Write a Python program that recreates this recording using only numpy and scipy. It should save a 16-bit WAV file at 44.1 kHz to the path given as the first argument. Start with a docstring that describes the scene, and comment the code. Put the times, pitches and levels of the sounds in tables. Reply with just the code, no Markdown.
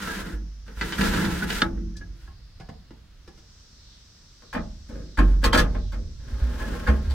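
"""Under a truck cap (the shell over a truck bed), a metal mount is pushed along a roof rail.
Tiny catches make it grind and judder, the metal squeals as it binds, and the mount clacks on its stop.
Then a ladder is lifted, knocks and rattles onto the mount's hook and drags it further along the rail.
The pushes set the wide roof panel booming, the cap's panels tick lightly, and insects buzz outside."""
import sys
import numpy as np
from scipy import signal
from scipy.fft import rfft, irfft
from scipy.io import wavfile
from scipy.ndimage import uniform_filter1d

SR = 44100
rng = np.random.default_rng(int(sys.argv[2]) if len(sys.argv) > 2 else 0)


def dump_mix(stems):
    """Bounce the given channels to the path in sys.argv[1] as a 16-bit WAV at rate SR."""
    frames = np.atleast_2d(stems).T  # one column per channel
    limited = np.clip(frames, -1, 1)  # hard clip at full scale
    pcm = np.round(limited * 32767).astype(np.int16)
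    wavfile.write(sys.argv[1], SR, pcm)


N = 314863
T = np.arange(N) / SR
THUD_BELOW_HZ, CRACK_ABOVE_HZ = 420, 2200  # a hit is a low thud, a middle ring and a high crack

# How strongly the rail sounds from bass to treble: f/Hz, level/dB
RAIL_SPECTRUM = [(65, -37.5), (110, -11.5), (177, 4.5), (227, -1.5), (358, -2), (397, -14.5), (459, -11.5),
                 (739, -24), (854, -18), (1140, -22.5), (1460, -14), (2310, -27), (3020, -29),
                 (3870, -30.5), (15500, -64.5)]
# Notes that the rail and roof, and the end stop, ring at: f/Hz, level/dB, time to fade by 60 dB/s
RAIL_NOTES = [(177, 0, .8), (212, -7, .6), (270, -9, .5), (333, -7, .6), (450, -13, .3), (850, -14, .25),
              (1265, -14, .15), (1335, -11, .12), (1440, -8, .1), (1530, -10, .1), (1690, -7, .17),
              (2000, -12, .15), (2790, -18, .12), (3060, -16, .07), (3560, -19, .07), (4500, -19, .04)]
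STOP_NOTES = [(333, 1.5, 0.76), (852, -16, 0.29), (1280, -8, 0.1), (1297, 6, 0.11), (1647, -4.5, 0.09),
              (3010, -7.5, 0.029), (3590, -7.5, .04), (4444, -6.5, .022)]
# Clacks on the rail, and the hit and bounce at the stop: t/s, level/dB, hardness/dB, rattle time/s
RAIL_CLACKS = [(.68, -46, -3.5, 0.0043), (.8117, -26, -1.5, 0.0098), (.9234, -30, 0, 0.0097),
               (.9883, -32, -23.5, 0.0079), (1.0102, -27.5, 1.5, 0.0046), (1.138, -28, -4, 0.013),
               (1.2492, -31.5, 1, .0015), (1.4243, -37, -24, 0.007), (1.5036, -28, 2.5, 0.00332)]
STOP_CLACKS = [(1.6193, -14, -4, 0.00168), (1.6228, -12.5, -12, 0.0019)]
# Pushes along the rail: t/s, rise/s, hold/s, level/dB, pressure/dB
MOUNT_PUSHES = [(-.03, 0.054, 0.18, -35.5, -2), (.22, 0.05, 0.057, -42, 7), (.65, 0.025, 0.048, -52, 8),
                (.735, 0.13, 0.1, -40, -6.5), (.962, 0.031, 0.05, -27, 6),
                (1.02, 0.041, 0.028, -29.5, -5.5), (1.1, 0.038, .12, -29, 5.5), (1.27, 0.032, .14, -35, -1),
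                (1.46, 0.048, 0.082, -33.5, -8), (1.7, 0.01, 0.064, -58, 25),
                (1.87, 0.012, 0.23, -71, 20.5), (2.12, .12, 0.031, -64, -13.5)]
def mount():
    """The metal mount clacks and grinds along its rail and bounces off the end stop."""
    rail = struck_part(RAIL_SPECTRUM, RAIL_NOTES, notes_db=-4, direct_db=-2.5)
    stop = struck_part(RAIL_SPECTRUM, STOP_NOTES, notes_db=1, direct_db=0)
    clacks = knocks(RAIL_CLACKS, rail, rattle_db=1.5, grit_db=-1.5,
                    thud_db=-4.5, thud_per_hardness=0.6, thud_lag_s=0.0029)
    clacks += knocks(STOP_CLACKS, stop, rattle_db=-6, grit_db=5,
                     thud_db=-8, thud_per_hardness=0.1, thud_lag_s=0.0025)
    pushes = strokes(MOUNT_PUSHES, sag_db_per_s=4.5, stop_db_per_s=261,
                     judder_db=-0.5, hiss_db=-3, hiss_per_pressure=0.43)
    return clacks + scrape(pushes, rail, RAIL_SPECTRUM, catches_per_s=1200,
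                           grit_db=6.5, smooth_db=1, uneven_db=2, sheen_db=19.5)


# How strongly the ladder sounds from bass to treble: f/Hz, level/dB
LADDER_SPECTRUM = [(65, -21), (110, -10), (227, -6), (423, -10), (626, -8.5), (754, -21), (837, -10),
                   (967, -18.5), (1030, -12), (1380, -9.5), (1660, -10.5), (2260, -19), (3210, -15.5),
                   (3640, -19), (15500, -37.5)]
# Notes that the ladder rings at: f/Hz, level/dB, time to fade by 60 dB/s
LADDER_NOTES = [(148.4, -2, 0.86), (178.8, 3, 0.36), (214.4, 3, 0.53), (246.3, 1, 0.27), (357, -10, 0.55),
                (452, -4.5, 0.26), (625.5, -11, 0.16), (850.5, 2.5, 0.11), (1071, -0.5, 0.26),
                (1290, -16, .15), (1618, 0, 0.043), (1715, 2, 0.051), (1955, -12.5, 0.19),
                (2600, -18, 0.19), (2600, -6, 0.086), (3430, -13.5, 0.1), (4600, 4, 0.021)]
# Bumps of the ladder: t/s, level/dB, hardness/dB, rattle time/s
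LADDER_BUMPS = [(4.42, -53.5, -8, 0.0025), (4.529, -33, -13, 0.0095), (4.5467, -29, -22, 0.011),
                (5.173, -29, -15.5, 0.006), (5.1865, -21, -17.5, 0.0041), (5.439, -21, -2.5, 0.01),
                (5.5299, -17.5, -8, 0.015), (5.545, -29.5, -23, 0.051), (5.574, -24, 0.5, 0.013),
                (5.748, -36.5, -22, 0.0026), (5.921, -41.5, -10, 0.011), (6.872, -24, -16.5, 0.015),
                (7.1, -42, -1.5, 0.011)]
# Drags of the ladder: t/s, rise/s, hold/s, level/dB, pressure/dB
LADDER_DRAGS = [(4.885, 0.0053, .14, -49.5, 10), (5.2, 0.028, .08, -45, 4.5),
                (5.412, 0.022, .005, -37.5, 3), (5.66, 0.05, 0.032, -52, 8.5),
                (5.96, 0.013, 0.022, -62, 18), (6.16, 0.62, .55, -39, 0), (6.58, 0.022, 0.079, -41, -7)]
def ladder():
    """The ladder rattles onto the hook and scrapes as it drags the mount along."""
    frame = struck_part(LADDER_SPECTRUM, LADDER_NOTES, notes_db=-3.5, direct_db=-6.5)
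    bumps = knocks(LADDER_BUMPS, frame, rattle_db=12.5, grit_db=10.5,
                   thud_db=-4, thud_per_hardness=0.34, thud_lag_s=0.00691)
    drags = strokes(LADDER_DRAGS, sag_db_per_s=33.5, stop_db_per_s=143,
                    judder_db=3.5, hiss_db=-9, hiss_per_pressure=0.29)
    return bumps + scrape(drags, frame, LADDER_SPECTRUM, catches_per_s=1500,
                          grit_db=6, smooth_db=-0.5, uneven_db=2.5, sheen_db=4)


# How long the cap echoes, treble dying first: f/Hz, time to fade by 60 dB/s
CAP_ECHO = [(150, 0.67), (350, 0.38), (700, 0.38), (1500, 0.15), (3500, 0.12), (12000, 0.11)]
def struck_part(spectrum, notes, notes_db, direct_db):
    """One hit on a part under the cap: echoes and notes, split into thud, ring and crack of equal energy."""
    t = T[:SR]
    noise, echo = rfft(stereo_noise(SR)), 0
    centres_hz = np.geomspace(100, 16000, 9)
    for hz, share in zip(centres_hz, np.eye(len(centres_hz))):
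        fade_s = look_up(CAP_ECHO, hz)
        band = irfft(noise * look_up(np.c_[centres_hz, share], np.arange(noise.shape[-1])), SR)
        echo = echo + band * die_away(t, fade_s) / np.sqrt(fade_s)
    echo = unit_rms(echo)
    echo[:, 0] += gain(direct_db) * np.sqrt(SR)  # the click that arrives before any echo
    # shape the tone but keep the start sharp (a minimum-phase filter)
    cepstrum = irfft(np.log(gain(look_up(spectrum, np.arange(SR // 2 + 1)))), SR)
    cepstrum[1:SR // 2] *= 2
    cepstrum[SR // 2 + 1:] = 0
    echo = irfft(rfft(echo) * np.exp(rfft(cepstrum)), SR)
    tones = 0
    for (hz, db, fade_s), (phase, lean) in zip(notes, rng.uniform(-0.95, 1, (len(notes), 2))):
        ear_shift = np.sign(lean) * np.arctan(gain(look_up(STEREO_WIDTH, hz))) * np.array([[1], [-1]])
        wave = np.sin(2 * np.pi * hz * t + np.pi * phase + ear_shift)
        tones = tones + gain(db) / np.sqrt(fade_s) * die_away(t, fade_s) * wave
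    hit = unit_rms(echo) + gain(notes_db) * unit_rms(tones)
    bands = (THUD_BELOW_HZ, "low"), ((THUD_BELOW_HZ, CRACK_ABOVE_HZ), "band"), (CRACK_ABOVE_HZ, "high")
    return [unit_rms(keep_band(hit, hz, kind)) / np.sqrt(SR) for hz, kind in bands]


def knocks(table, part, rattle_db, grit_db, thud_db, thud_per_hardness, thud_lag_s):
    """Each knock is one hit and a dying rattle of loose parts; harder ones crack more and thud less."""
    out, size = np.zeros((2, N)), SR // 8
    for start_s, db, hardness_db, rattle_s in table:
        jolts, strength = rng.standard_normal((2, size))
        force = jolts * gain(grit_db * strength) * np.exp(-(T[:size] / (2 * rattle_s)) ** 2)
        force *= gain(rattle_db) / np.linalg.norm(force)
        force[0] += 1  # the hit itself
        levels_db = (db + thud_db - thud_per_hardness * hardness_db, db, db + hardness_db)
        for band, band_db, lag_s in zip(part, levels_db, (thud_lag_s, 0, 0)):
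            sound = signal.fftconvolve(band, force[None], axes=1)
            peak_power = uniform_filter1d(np.mean(sound ** 2, axis=0), size=500).max()
            add(out, start_s + lag_s, gain(band_db) * sound / np.sqrt(peak_power))
    return out


def strokes(table, sag_db_per_s, stop_db_per_s, judder_db, hiss_db, hiss_per_pressure):
    """Loudness of judder, grind and hiss as slides rise, slow and stop; pressure trades hiss for judder."""
    power = np.zeros((3, N))
    for start_s, rise_s, hold_s, db, pressure_db in table:
        t = T - start_s - rise_s
        drop_db = sag_db_per_s * np.maximum(t, 0) + stop_db_per_s * np.maximum(t - hold_s, 0)
        swell = np.clip(1 + t / rise_s, 0, 1) * gain(db - drop_db)
        balance = gain([[judder_db + pressure_db], [0], [hiss_db - hiss_per_pressure * pressure_db]])
        power += (swell * balance) ** 2
    return np.sqrt(power)


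def scrape(loudness, part, spectrum, catches_per_s, grit_db, smooth_db, uneven_db, sheen_db):
    """Sliding metal catches in tiny, uneven bunches that shake the part; the rubbing spot hisses."""
    judder, grind, rub = loudness
    bunches = gain(uneven_db * wander(70))
    catches = (rng.random(N) < catches_per_s / SR) * rng.standard_normal(N)
    catches *= gain(grit_db * rng.standard_normal(N))  # grit makes a few catches stand out
    force = unit_rms((unit_rms(catches) + gain(smooth_db) * rng.standard_normal(N)) * bunches)
    shake = sum(signal.oaconvolve(band, (force * amount)[None], axes=1)[:, :N]
                for band, amount in zip(part, (judder, grind)))
    delay_s = 0.0005 * wander(14)  # the rubbing spot moves, so the notes shift a little
    shake = np.array([np.interp(T - delay_s, T, side) for side in shake])
    sheen = [(4200, 0.0075), (15000, sheen_db)]  # fine roughness makes more top treble than a hit
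    hiss = colour(colour(stereo_noise(N) * bunches, spectrum), sheen)
    return shake + unit_rms(keep_band(hiss, CRACK_ABOVE_HZ, "high")) * rub


# Short squeals of metal: t/s, f/Hz, level/dB, length/s
METAL_SQUEALS = [(0.097, 1620, -30, 0.042), (0.811, 2010, -24.5, 0.012), (1.423, 1484, -22.5, 0.015),
                 (1.956, 1706, -51, 0.03), (2.011, 1666, -40.5, 0.028), (2.275, 1664, -46.5, 0.0092),
                 (2.278, 1080, -57.5, 0.055), (5.525, 3180, -23.5, 0.028), (5.576, 1690, -20, 0.034),
                 (6.602, 1700, -38.5, 0.07), (6.866, 1656, -26, 0.016)]
def squeals(waver=0.011, rise_s=0.00079):
    """The metal binds and sings for a moment on one unsteady pitch."""
    out, t = np.zeros((2, N)), T[:SR // 4]
    for start_s, hz, db, length_s in METAL_SQUEALS:
        pitch_hz = hz * (1 + waver * wander(302.4)[:len(t)])
        phase = 2 * np.pi * np.cumsum(pitch_hz) / SR
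        swell = (1 - np.exp(-t / rise_s)) / (1 + (t / length_s) ** 4)
        add(out, start_s, gain(db) * swell * np.sin(phase + np.array([[0], [0.9]])))
    return out


# Booms of the bending roof panel: t/s, level/dB, f/Hz
ROOF_BOOMS = [(0.327, -24.5, 50.4), (.765, -27.5, 54.2), (0.979, -26, 59), (1.1, -26.5, 50.9),
              (1.72, -25.5, 47.67), (4.929, -33, 49.6), (5.178, -10.5, 46.1), (5.614, -24, 47.2),
              (6.324, -20, 55.4), (6.415, -13.5, 58.9), (6.601, -24.5, 47.9), (6.88, -10.5, 65.2),
              (7.071, -15.5, 68.6)]
# How long a boom lasts, the deepest longest: f/Hz, time to fade by 60 dB/s
BOOM_FADE = [(47, 2.04), (51, 1.32), (56, 0.28), (64, 0.52)]
# The tone of the roof's rumble: f/Hz, level/dB
RUMBLE_SPECTRUM = [(12, -25.5), (28, -9), (38, -7), (48, -3.5), (62, -7.5), (85, -11.5), (115, -19),
                   (170, -27.5), (400, -105)]
def roof(shaking, push_s=0.014, rest_db=-56.5, flutter_db=-0.5):
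    """The wide panel swings when pushed; whatever shakes it leaves a rumble that settles slowly."""
    booms, t = np.zeros((2, N)), T[:2 * SR]
    rise = np.sin(np.pi / 2 * np.minimum(t / push_s, 1)) ** 2
    for start_s, db, hz in ROOF_BOOMS:
        swell = rise * die_away(t - push_s, look_up(BOOM_FADE, hz))
        add(booms, start_s, gain(db) * swell * np.sin(2 * np.pi * hz * t))
    panel_shiver = linger(gain(-6) * shaking, seconds=0.0547)
    cap_sway = linger(gain(-12.5) * (shaking + booms), seconds=0.5)
    loudness = np.sqrt(gain(rest_db) ** 2 + panel_shiver + cap_sway)
    rumble = unit_rms(colour(stereo_noise(N), RUMBLE_SPECTRUM)) * loudness * gain(flutter_db * wander(16))
    return (booms + rumble) * gain([[-0.7], [0.7]])  # a little louder on the right


# The tone of the cap's panels: f/Hz, level/dB
PANEL_SPECTRUM = [(120, 1), (220, 2), (450, -14.5), (800, -11.5), (1500, -24.5), (2500, -20), (5200, -9.5),
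                  (15000, -37)]
# Light taps on them: t/s, level/dB, hardness/dB, rattle time/s
PANEL_TAPS = [(1.9675, -62.5, 18, .0025), (2.012, -52, -22, 0.0054), (2.276, -55, -24, 0.0042),
              (2.599, -47, -9.5, .008), (2.6879, -44, -14.5, 0.0048), (2.9069, -48, -17, 0.002),
              (3.2761, -50, -6, 0.0046), (3.375, -58.5, -2, 0.01)]
def taps():
    """Light taps make the panels tick and faintly ring the rail and roof."""
    panel = struck_part(PANEL_SPECTRUM, RAIL_NOTES, notes_db=-11.5, direct_db=-4)
    return knocks(PANEL_TAPS, panel, rattle_db=7, grit_db=0,
                  thud_db=5.5, thud_per_hardness=0.11, thud_lag_s=0.00305)


# Groups of insects buzzing outside: start t/s, end t/s, level/dB, middle f/Hz
INSECT_GROUPS = [(-.3, 2.17, -62, 5500), (2.15, 2.91, -63.5, 4770), (3.3, 7.4, -59, 5470),
                 (3.35, 14, -64, 4115), (3.35, 12, -71.5, 7500)]
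def insects(fade_s=0.46, first_call_s=3.96, call_every_s=0.634, call_s=0.46, call_db=-58):
    """Groups of insects buzz steadily while one repeats a falling call."""
    out = np.zeros((2, N))
    for start_s, end_s, db, hz in INSECT_GROUPS:
        fade = np.clip(0.5 + np.minimum(T - start_s, end_s - T) / fade_s, 0, 1)
        out += gain(db) * fade * buzz(np.full(N, hz), width_hz=640)
    progress = np.linspace(0, 1, int(call_s * SR))
    swell = gain(call_db) * np.sin(np.pi * progress ** 2)
    falling_hz = np.interp(progress, [0, 1], [5400, 3400])
    for time_s in np.arange(first_call_s, T[-1], call_every_s):
        add(out, time_s - 0.8 * call_s, swell * buzz(falling_hz, width_hz=610))
    return out


def buzz(hz, width_hz):
    """A distant insect buzz: a band of noise around a pitch that may move."""
    real, imag = keep_band(rng.standard_normal((2, 2, len(hz))), width_hz, "low", order=2)
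    phase = 2 * np.pi * np.cumsum(hz) / SR
    return unit_rms(real * np.cos(phase) + imag * np.sin(phase))


# The tone of the air outside: f/Hz, level/dB
AIR_SPECTRUM = [(30, -10.5), (110, 3), (220, -3.5), (400, -11), (800, -18), (1500, -13), (2400, -18.5),
                (4000, -16), (6000, -22.5), (9000, -32.5), (15500, -35.5)]
def air(level_db=-59):
    """Outdoor air makes a faint, almost steady hush."""
    return unit_rms(colour(stereo_noise(N), AIR_SPECTRUM)) * gain(level_db + 0.23 * wander(0.82))


# How far left and right differ, against what they share: f/Hz, level/dB
STEREO_WIDTH = [(60, -19.5), (180, -15), (380, -7), (700, 3), (1300, -6), (2400, -4), (4400, 0.5),
                (12000, -4)]
def stereo_noise(size):
    """Noise that is alike on both sides in the bass and wide in the treble."""
    mid, side = rng.standard_normal((2, size))
    side = colour(side, STEREO_WIDTH)
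    return np.array([mid + side, mid - side])


def gain(db):
    """Turn decibels into a multiplier."""
    return 10 ** (np.asarray(db) / 20)


def look_up(points, hz):
    """Read a table between its listed frequencies, on a log scale."""
    f, value = np.transpose(points)
    return np.interp(np.log(hz + 1), np.log(f), value)


def unit_rms(x):
    """Scale to an average power of 1."""
    return x / np.sqrt(np.mean(x ** 2))


def colour(x, spectrum):
    """Turn each frequency up or down as the spectrum says."""
    size = x.shape[-1]
    return irfft(rfft(x) * gain(look_up(spectrum, np.fft.rfftfreq(size, 1 / SR))), size)


def keep_band(x, hz, kind, order=3):
    """Keep only the lows, a middle band or the highs."""
    return signal.sosfilt(signal.butter(order, hz, kind, fs=SR, output="sos"), x)


def die_away(t, fade_s):
    """Fall by 60 dB every fade_s."""
    return np.exp(-np.log(1000) * t / fade_s)


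def wander(turns_per_s):
    """A random drift around zero."""
    count = int(N / SR * turns_per_s) + 2
    return 0.76 * np.interp(T * turns_per_s, np.arange(count), rng.standard_normal(count))


def linger(x, seconds):
    """A sound's power, stored and slowly given back."""
    keep = np.exp(-1 / (seconds * SR))
    return signal.lfilter([1 - keep], [1, -keep], np.mean(x ** 2, axis=0))


def add(out, start_s, sound):
    """Mix a sound in at start_s."""
    i = max(int(start_s * SR), 0)
    out[:, i:i + sound.shape[-1]] += sound[..., :max(N - i, 0)]


def scene():
    """Mount, ladder and taps shake the roof, with insects and air behind them."""
    mount_sound, ladder_sound, tap_sound = mount(), ladder(), taps()
    shaking = gain(-2.5) * mount_sound + gain(2.5) * ladder_sound + tap_sound
    return mount_sound + ladder_sound + squeals() + roof(shaking) + tap_sound + insects() + air()


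def record(dry, top_hz=15850):
    """Cut off the highest treble."""
    return signal.sosfilt(signal.ellip(10, 0.2, 80, top_hz, fs=SR, output="sos"), dry)


dry = scene()
out = record(dry)
dump_mix(out)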